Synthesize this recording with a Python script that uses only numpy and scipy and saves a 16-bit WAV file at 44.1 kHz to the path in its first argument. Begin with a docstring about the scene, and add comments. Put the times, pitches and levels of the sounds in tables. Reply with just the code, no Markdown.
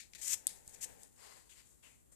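"""A paper notebook is pushed into place on a desk, close to a small stereo microphone.
Its page buckles and scrapes, a pen clicks as it is taken up, and the hand slides onto the paper
and draws a few soft strokes. The rubbing is stick-slip friction, a dense run of tiny fibre catches;
the clicks are impacts that excite damped modes of the pen's plastic. A small room reverberates
behind them, with a faint rumble, hiss and hum."""
import sys
import numpy as np
from scipy import signal
from scipy.fft import rfft, irfft
from scipy.io import wavfile
from scipy.ndimage import uniform_filter1d

SR = 44100
rng = np.random.default_rng(int(sys.argv[2]) if len(sys.argv) > 2 else 0)


def generate_wav(sig):
    """Save sig (samples, or channels by samples) to the path in sys.argv[1] as 16-bit PCM at SR."""
    pcm = np.round(np.clip(np.atleast_2d(sig).T, -1, 1) * 32767).astype(np.int16)
    wavfile.write(sys.argv[1], SR, pcm)


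N = 94815

# Buckles of the page. Each row: start in seconds, pop in dB, decay in seconds, crackle in dB.
PAGE_BUCKLES = [(0.0, -47.5, 0.029, -49.5), (0.134, -46, .005, -54), (0.149, -45.5, .014, -46),
                (0.182, -57, 0.075, -55), (0.491, -54, 0.019, -47), (0.758, -56, 0.0088, -75)]
# Harmonics of the mains hum. Each row: frequency in Hz, level in dB.
HUM_HARMONICS = [(60, -82.5), (120, -86), (240, -87.5)]
# Course of the sliding hand. Each row: time in seconds, low rub in dB, hiss in dB.
HAND_LEVELS = [(0.1, -77, -73.5), (0.25, -62, -50.5), (0.34, -62.5, -47), (0.41, -65, -79),
               (0.53, -60.5, -56.5), (0.64, -66.5, -65.5), (0.69, -63.5, -54.5), (0.72, -63, -60),
               (0.81, -61, -62), (0.895, -57, -58), (0.97, -62.5, -66), (1.041, -61.5, -55),
               (1.1, -74, -72.5), (1.16, -73.5, -67)]
# Bumps of hand and pad on the desk. Each row: start in seconds, level in dB, decay in seconds.
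DESK_BUMPS = [(0.15, -63, 0.043), (0.33, -52.5, 0.02), (0.673, -53, 0.01), (1.034, -63, .03),
              (2.119, -62, 0.013)]
# Slides of the page. Each row: start and length in seconds, final level in dB, swell in dB,
# right-channel offset in dB.
PAGE_SLIDES = [(0.211, 0.06, -37, 3.5, -4), (0.272, 0.011, -33, 0, 1.5), (0.287, 0.053, -26.5, 9.5, -2.5),
               (0.729, 0.019, -47, 11, -5), (0.805, 0.04, -34.5, 10.5, -1.5)]
# Knocks of the pen. Each row: start in seconds, ring gain in dB, snap in dB, right-channel offset in dB.
PEN_KNOCKS = [(0.469, -11, -16.5, 0.5), (0.4764, -30, -25.5, 7), (0.6774, -39, -36.5, 12.5),
              (0.694, -45, -45, 5), (1.033, -44, -34, 0.5)]
# Modes of the pen's plastic. Each row: frequency in Hz, relative level in dB, 60 dB decay in seconds.
PLASTIC_MODES = [(3650, -31.5, 0.023), (4750, -19.5, .008), (5940, -14, 0.0033), (7130, -5.5, 0.0077),
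                 (8130, 4, 0.0046), (11260, -8.5, 0.004)]
# Strokes of the pen. Each row: start, attack, hold and fade in seconds, levels of paper, pad and tip
# in dB, settled resonance in Hz, resonance level in dB.
PEN_STROKES = [(1.154, 0.12, 0.018, 0.094, -58, -57.5, -56.5, 4630, -62.5),
               (1.49, 0.013, 0.018, 0.038, -64, -82, -60.5, 2764, -63.5),
               (1.547, 0.037, 0.012, 0.046, -63, -72, -66.5, 4270, -69),
               (1.648, 0.014, 0.061, 0.075, -95.5, -82.5, -69.5, 7600, -76),
               (1.823, 0.014, 0.037, 0.051, -65, -67.5, -61, 2445, -61),
               (2.115, 0.0091, 0.0038, 0.016, -90, -68, -61.5, 7130, -59.5)]

# Spectra of the noise sources. Each row: frequency in Hz, relative spectral level in dB.
BUCKLE_SPECTRUM = [(900, -31), (1500, -15), (1800, -2), (2500, -1), (3000, -10), (4100, -1.5), (5200, -6.5),
                   (7000, -3), (12000, -40)]
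HISS_SPECTRUM = [(200, -22), (1500, -30.5), (3500, -16), (5600, -12.5), (6600, -3.5), (7500, 0.5),
                 (9000, -6), (11000, -12), (14000, -15.5)]
BACKGROUND_SPECTRUM = [(26, -46), (44, 3.5), (60, 2.5), (100, -4.5), (250, -8.5), (450, -14.5),
                       (1300, -26.5), (5500, -34.5), (7500, -17), (10000, -26), (14000, -27)]
RUB_SPECTRUM = [(120, -3), (330, -9), (500, -0.5), (660, -7.5), (850, -2), (1150, -18.5), (1800, -9),
                (4000, -21)]
BUMP_SPECTRUM = [(25, -25), (60, 3.5), (170, -10.5), (300, -10), (700, -20), (2000, -61)]
SCRAPE_SPECTRUM = [(240, -34), (400, -35), (509, -25), (657, -39.5), (1230, -21.5), (1350, -25.5),
                   (1880, -14), (4490, -15), (6950, 1), (7950, -1), (10700, -14), (13300, -10.5),
                   (14500, -33)]
SNAP_SPECTRUM = [(500, -22.5), (2500, -20.5), (4500, -4), (5600, -6.5), (7200, 4), (9000, 2), (11500, -5),
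                 (14000, -21)]
PAPER_SPECTRUM = [(600, -20), (1300, -6), (1950, 2), (2700, 2), (3600, -2.5), (4400, -1), (5600, -4.5),
                  (7500, -2), (12000, -20)]
PAD_SPECTRUM = [(200, -11.5), (340, -11), (450, 1.5), (700, -4), (1080, -0.5), (1300, -7.5), (2000, -5),
                (4000, -50)]
# Right channel against left for direct sound, background and reverberation.
# Each row: frequency in Hz, gain in dB.
RIGHT_DIRECT = [(100, -1.5), (500, -6), (1200, -12), (2000, -17.5), (4500, -15), (7000, -18), (8300, -10),
                (9700, -5), (13000, -7.5)]
RIGHT_BACKGROUND = [(60, -5), (1000, -0.5), (2500, -1.5), (5500, 0), (7200, -11), (9500, 3), (14000, -2.5)]
RIGHT_REVERB = [(100, -5), (1000, -8), (3000, -8), (5000, -9), (7000, -15.5), (8300, -7.5), (9700, -6),
                (13000, -6.5)]


def undb(db):
    """Amplitude ratio of a level in decibels."""
    return 10 ** (np.asarray(db) / 20)


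def unit(x):
    """Normalisation to an rms of 1."""
    return x / np.sqrt(np.mean(x ** 2))


def since(start):
    """Seconds elapsed since a moment, zero before it."""
    return np.maximum(np.arange(N) / SR - start, 0)


def shape(x, spectrum):
    """Zero-phase filtering by (Hz, dB) points joined along a logarithmic frequency axis."""
    hz, db = np.array(spectrum).T
    f = np.maximum(np.fft.rfftfreq(2 * N, 1 / SR), 1)
    gain = undb(np.interp(np.log(f), np.log(hz), db))
    return irfft(rfft(x, 2 * N) * gain)[..., :N]


def wander(rate_hz):
    """Random fluctuation of rms 1: a moving average smooths random steps."""
    span = max(int(SR / rate_hz), 2)
    steps = np.repeat(rng.standard_normal(N // span + 1), span)
    return unit(uniform_filter1d(steps, span)[:N])


def sides(right_db):
    """Level difference between channels, as left and right gains."""
    return undb([[0], [right_db]])


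def stereo(pair, corner_hz=1180, low_share=0.65):
    """Partial correlation: two independent noises come to share their lows in opposite polarity."""
    f = np.fft.rfftfreq(N, 1 / SR)
    share = low_share / (1 + (f / corner_hz) ** 4)
    left, right = rfft(pair)
    return irfft([left, np.sqrt(1 - share ** 2) * right - share * left], N)


def friction(spectrum, grain_db, catches_per_s=2500):
    """Stick-slip friction: fibres catch and let go at random, in noise bursts of uneven size."""
    catch_index = np.cumsum(rng.random(N) < catches_per_s / SR)
    size = undb(grain_db * np.minimum(rng.exponential(size=N), 3))[catch_index]
    bursts = size * rng.standard_normal((2, N))
    return unit(stereo(shape(bursts, spectrum)))


def page_buckles(attack_s=0.00095):
    """Buckling: the sheet gives way abruptly, with a pop and a crackle that decay exponentially."""
    pop, crackle = friction(BUCKLE_SPECTRUM, grain_db=1), friction(HISS_SPECTRUM, grain_db=3.5)
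    out = 0
    for start, pop_db, decay, crackle_db in PAGE_BUCKLES:
        t = since(start)
        envelope = np.minimum(t / attack_s, 1) * np.exp(-t / decay)
        out += envelope * (undb(pop_db) * pop + undb(crackle_db) * crackle)
    return out


def background(noise_db=-66.5):
    """Stationary noise floor: broadband room rumble and microphone hiss, with harmonic mains hum."""
    noise = shape(rng.standard_normal((2, N)), BACKGROUND_SPECTRUM)
    left, right = undb(noise_db) * unit(stereo(noise))
    hum = sum(undb(db) * np.sin(2 * np.pi * (hz * since(0) + rng.random())) for hz, db in HUM_HARMONICS)
    return np.array([left, shape(right, RIGHT_BACKGROUND)]) + hum


def hand_slide(stop_s=0.069):
    """Sliding friction of skin on paper: a hollow rub and a flickering hiss fade as the hand rests."""
    times, rub_db, hiss_db = np.array(HAND_LEVELS).T
    t = since(0)
    rub = undb(np.interp(t, times, rub_db)) * friction(RUB_SPECTRUM, grain_db=2)
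    flicker = undb(wander(rate_hz=69.6))
    hiss = undb(np.interp(t, times, hiss_db)) * flicker * friction(HISS_SPECTRUM, grain_db=3)
    return (rub + hiss) * np.exp(-since(times[-1]) / stop_s)


def desk_bumps(attack_s=0.0024):
    """Soft impact: the pad takes the weight of the hand, and the thud's energy lies at low frequencies."""
    envelope = sum(undb(db) * np.minimum(since(start) / attack_s, 1) * np.exp(-since(start) / decay)
                   for start, db, decay in DESK_BUMPS)
    return envelope * friction(BUMP_SPECTRUM, grain_db=1)


def page_scrapes(attack_s=0.0067, release_s=0.0057):
    """Friction noise grows with sliding speed: the page swells in level as it speeds up, then stops."""
    envelope = 0
    for start, length, final_db, swell_db, right_db in PAGE_SLIDES:
        t = since(start)
        gate = np.minimum(t / attack_s, 1) * np.exp(-since(start + length) / release_s)
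        swell = undb(final_db - swell_db * np.maximum(1 - t / length, 0))
        envelope += gate * swell * sides(right_db)
    return envelope * friction(SCRAPE_SPECTRUM, grain_db=2)


def pen_clicks(contact_s=0.000356, snap_decay_s=0.00089):
    """Impact excites damped modes: returns the ring of the plastic and the bright snap of contact."""
    contact_noise = friction(SNAP_SPECTRUM, grain_db=-0.5)
    rings, snaps = 0, 0
    for start, ring_db, snap_db, right_db in PEN_KNOCKS:
        t = since(start)
        onset = np.minimum(t / contact_s, 1) * sides(right_db)
        ring = sum(undb(db - 60 * t / t60) * np.sin(2 * np.pi * hz * t) for hz, db, t60 in PLASTIC_MODES)
        rings += onset * undb(ring_db) * ring
        snaps += onset * undb(snap_db) * np.exp(-t / snap_decay_s) * contact_noise
    return rings, snaps


def tip_resonance(t, settled_hz, width_hz=1020, overshoot=0.3, settle_s=0.026):
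    """Resonance confines friction noise to a band, which starts high and settles as the tip bears down."""
    centre_hz = settled_hz * (1 + overshoot * np.exp(-t / settle_s))
    phase = 2 * np.pi * np.cumsum(centre_hz) / SR
    lowpass = signal.butter(2, width_hz / 2, fs=SR, output="sos")
    in_phase, quadrature = signal.sosfilt(lowpass, rng.standard_normal((2, 2, N)))
    return unit(in_phase * np.cos(phase) + quadrature * np.sin(phase))


def pen_strokes(pressure_spread_db=0.9):
    """Friction drives paper, pad and tip together; amplitude follows speed and wavering pressure."""
    paper, pad, tip = (friction(spectrum, grain_db=1.5)
                       for spectrum in (PAPER_SPECTRUM, PAD_SPECTRUM, HISS_SPECTRUM))
    out = 0
    for start, attack, hold, fade, paper_db, pad_db, tip_db, ring_hz, ring_db in PEN_STROKES:
        t = since(start)
        speed = np.minimum(t / attack, 1) * np.exp(-since(start + attack + hold) / fade)
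        body = undb(paper_db) * paper + undb(pad_db) * pad + undb(ring_db) * tip_resonance(t, ring_hz)
        out += speed * body + speed ** 0.65 * undb(tip_db) * tip  # the hiss outlasts the body
    return out * undb(pressure_spread_db * wander(rate_hz=39.65))


def room(sound, t60_s=0.29, onset_s=0.0047):
    """Diffuse reverberation: the left channel is convolved with a decaying noise tail for each side."""
    t = since(0)
    envelope = np.minimum(t / onset_s, 1) ** 2 * undb(-60 * t / t60_s)
    response = unit(rng.standard_normal((2, N)) * envelope) / np.sqrt(N)
    left, right = signal.fftconvolve(sound[:1], response, axes=1)[:, :N]
    return np.array([left, shape(right, RIGHT_REVERB)])


def scene(rubbing_send_db=-15, snap_send_db=-7):
    """Superposition of direct sound from the desk, nearer the left, with reverberation and background."""
    rubbing = page_scrapes() + page_buckles() + hand_slide() + pen_strokes() + desk_bumps()
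    rings, snaps = pen_clicks()
    left, right = rubbing + rings + snaps
    direct = np.array([left, shape(right, RIGHT_DIRECT)])
    reverberation = room(undb(rubbing_send_db) * rubbing + undb(snap_send_db) * snaps)
    return direct + reverberation + background()


def record(dry):
    """Band limiting: an elliptic low-pass filter cuts steeply above 14.3 kHz."""
    return signal.sosfilt(signal.ellip(10, rp=0.2, rs=70, Wn=14300, fs=SR, output="sos"), dry)


dry = scene()
out = record(dry)
generate_wav(out)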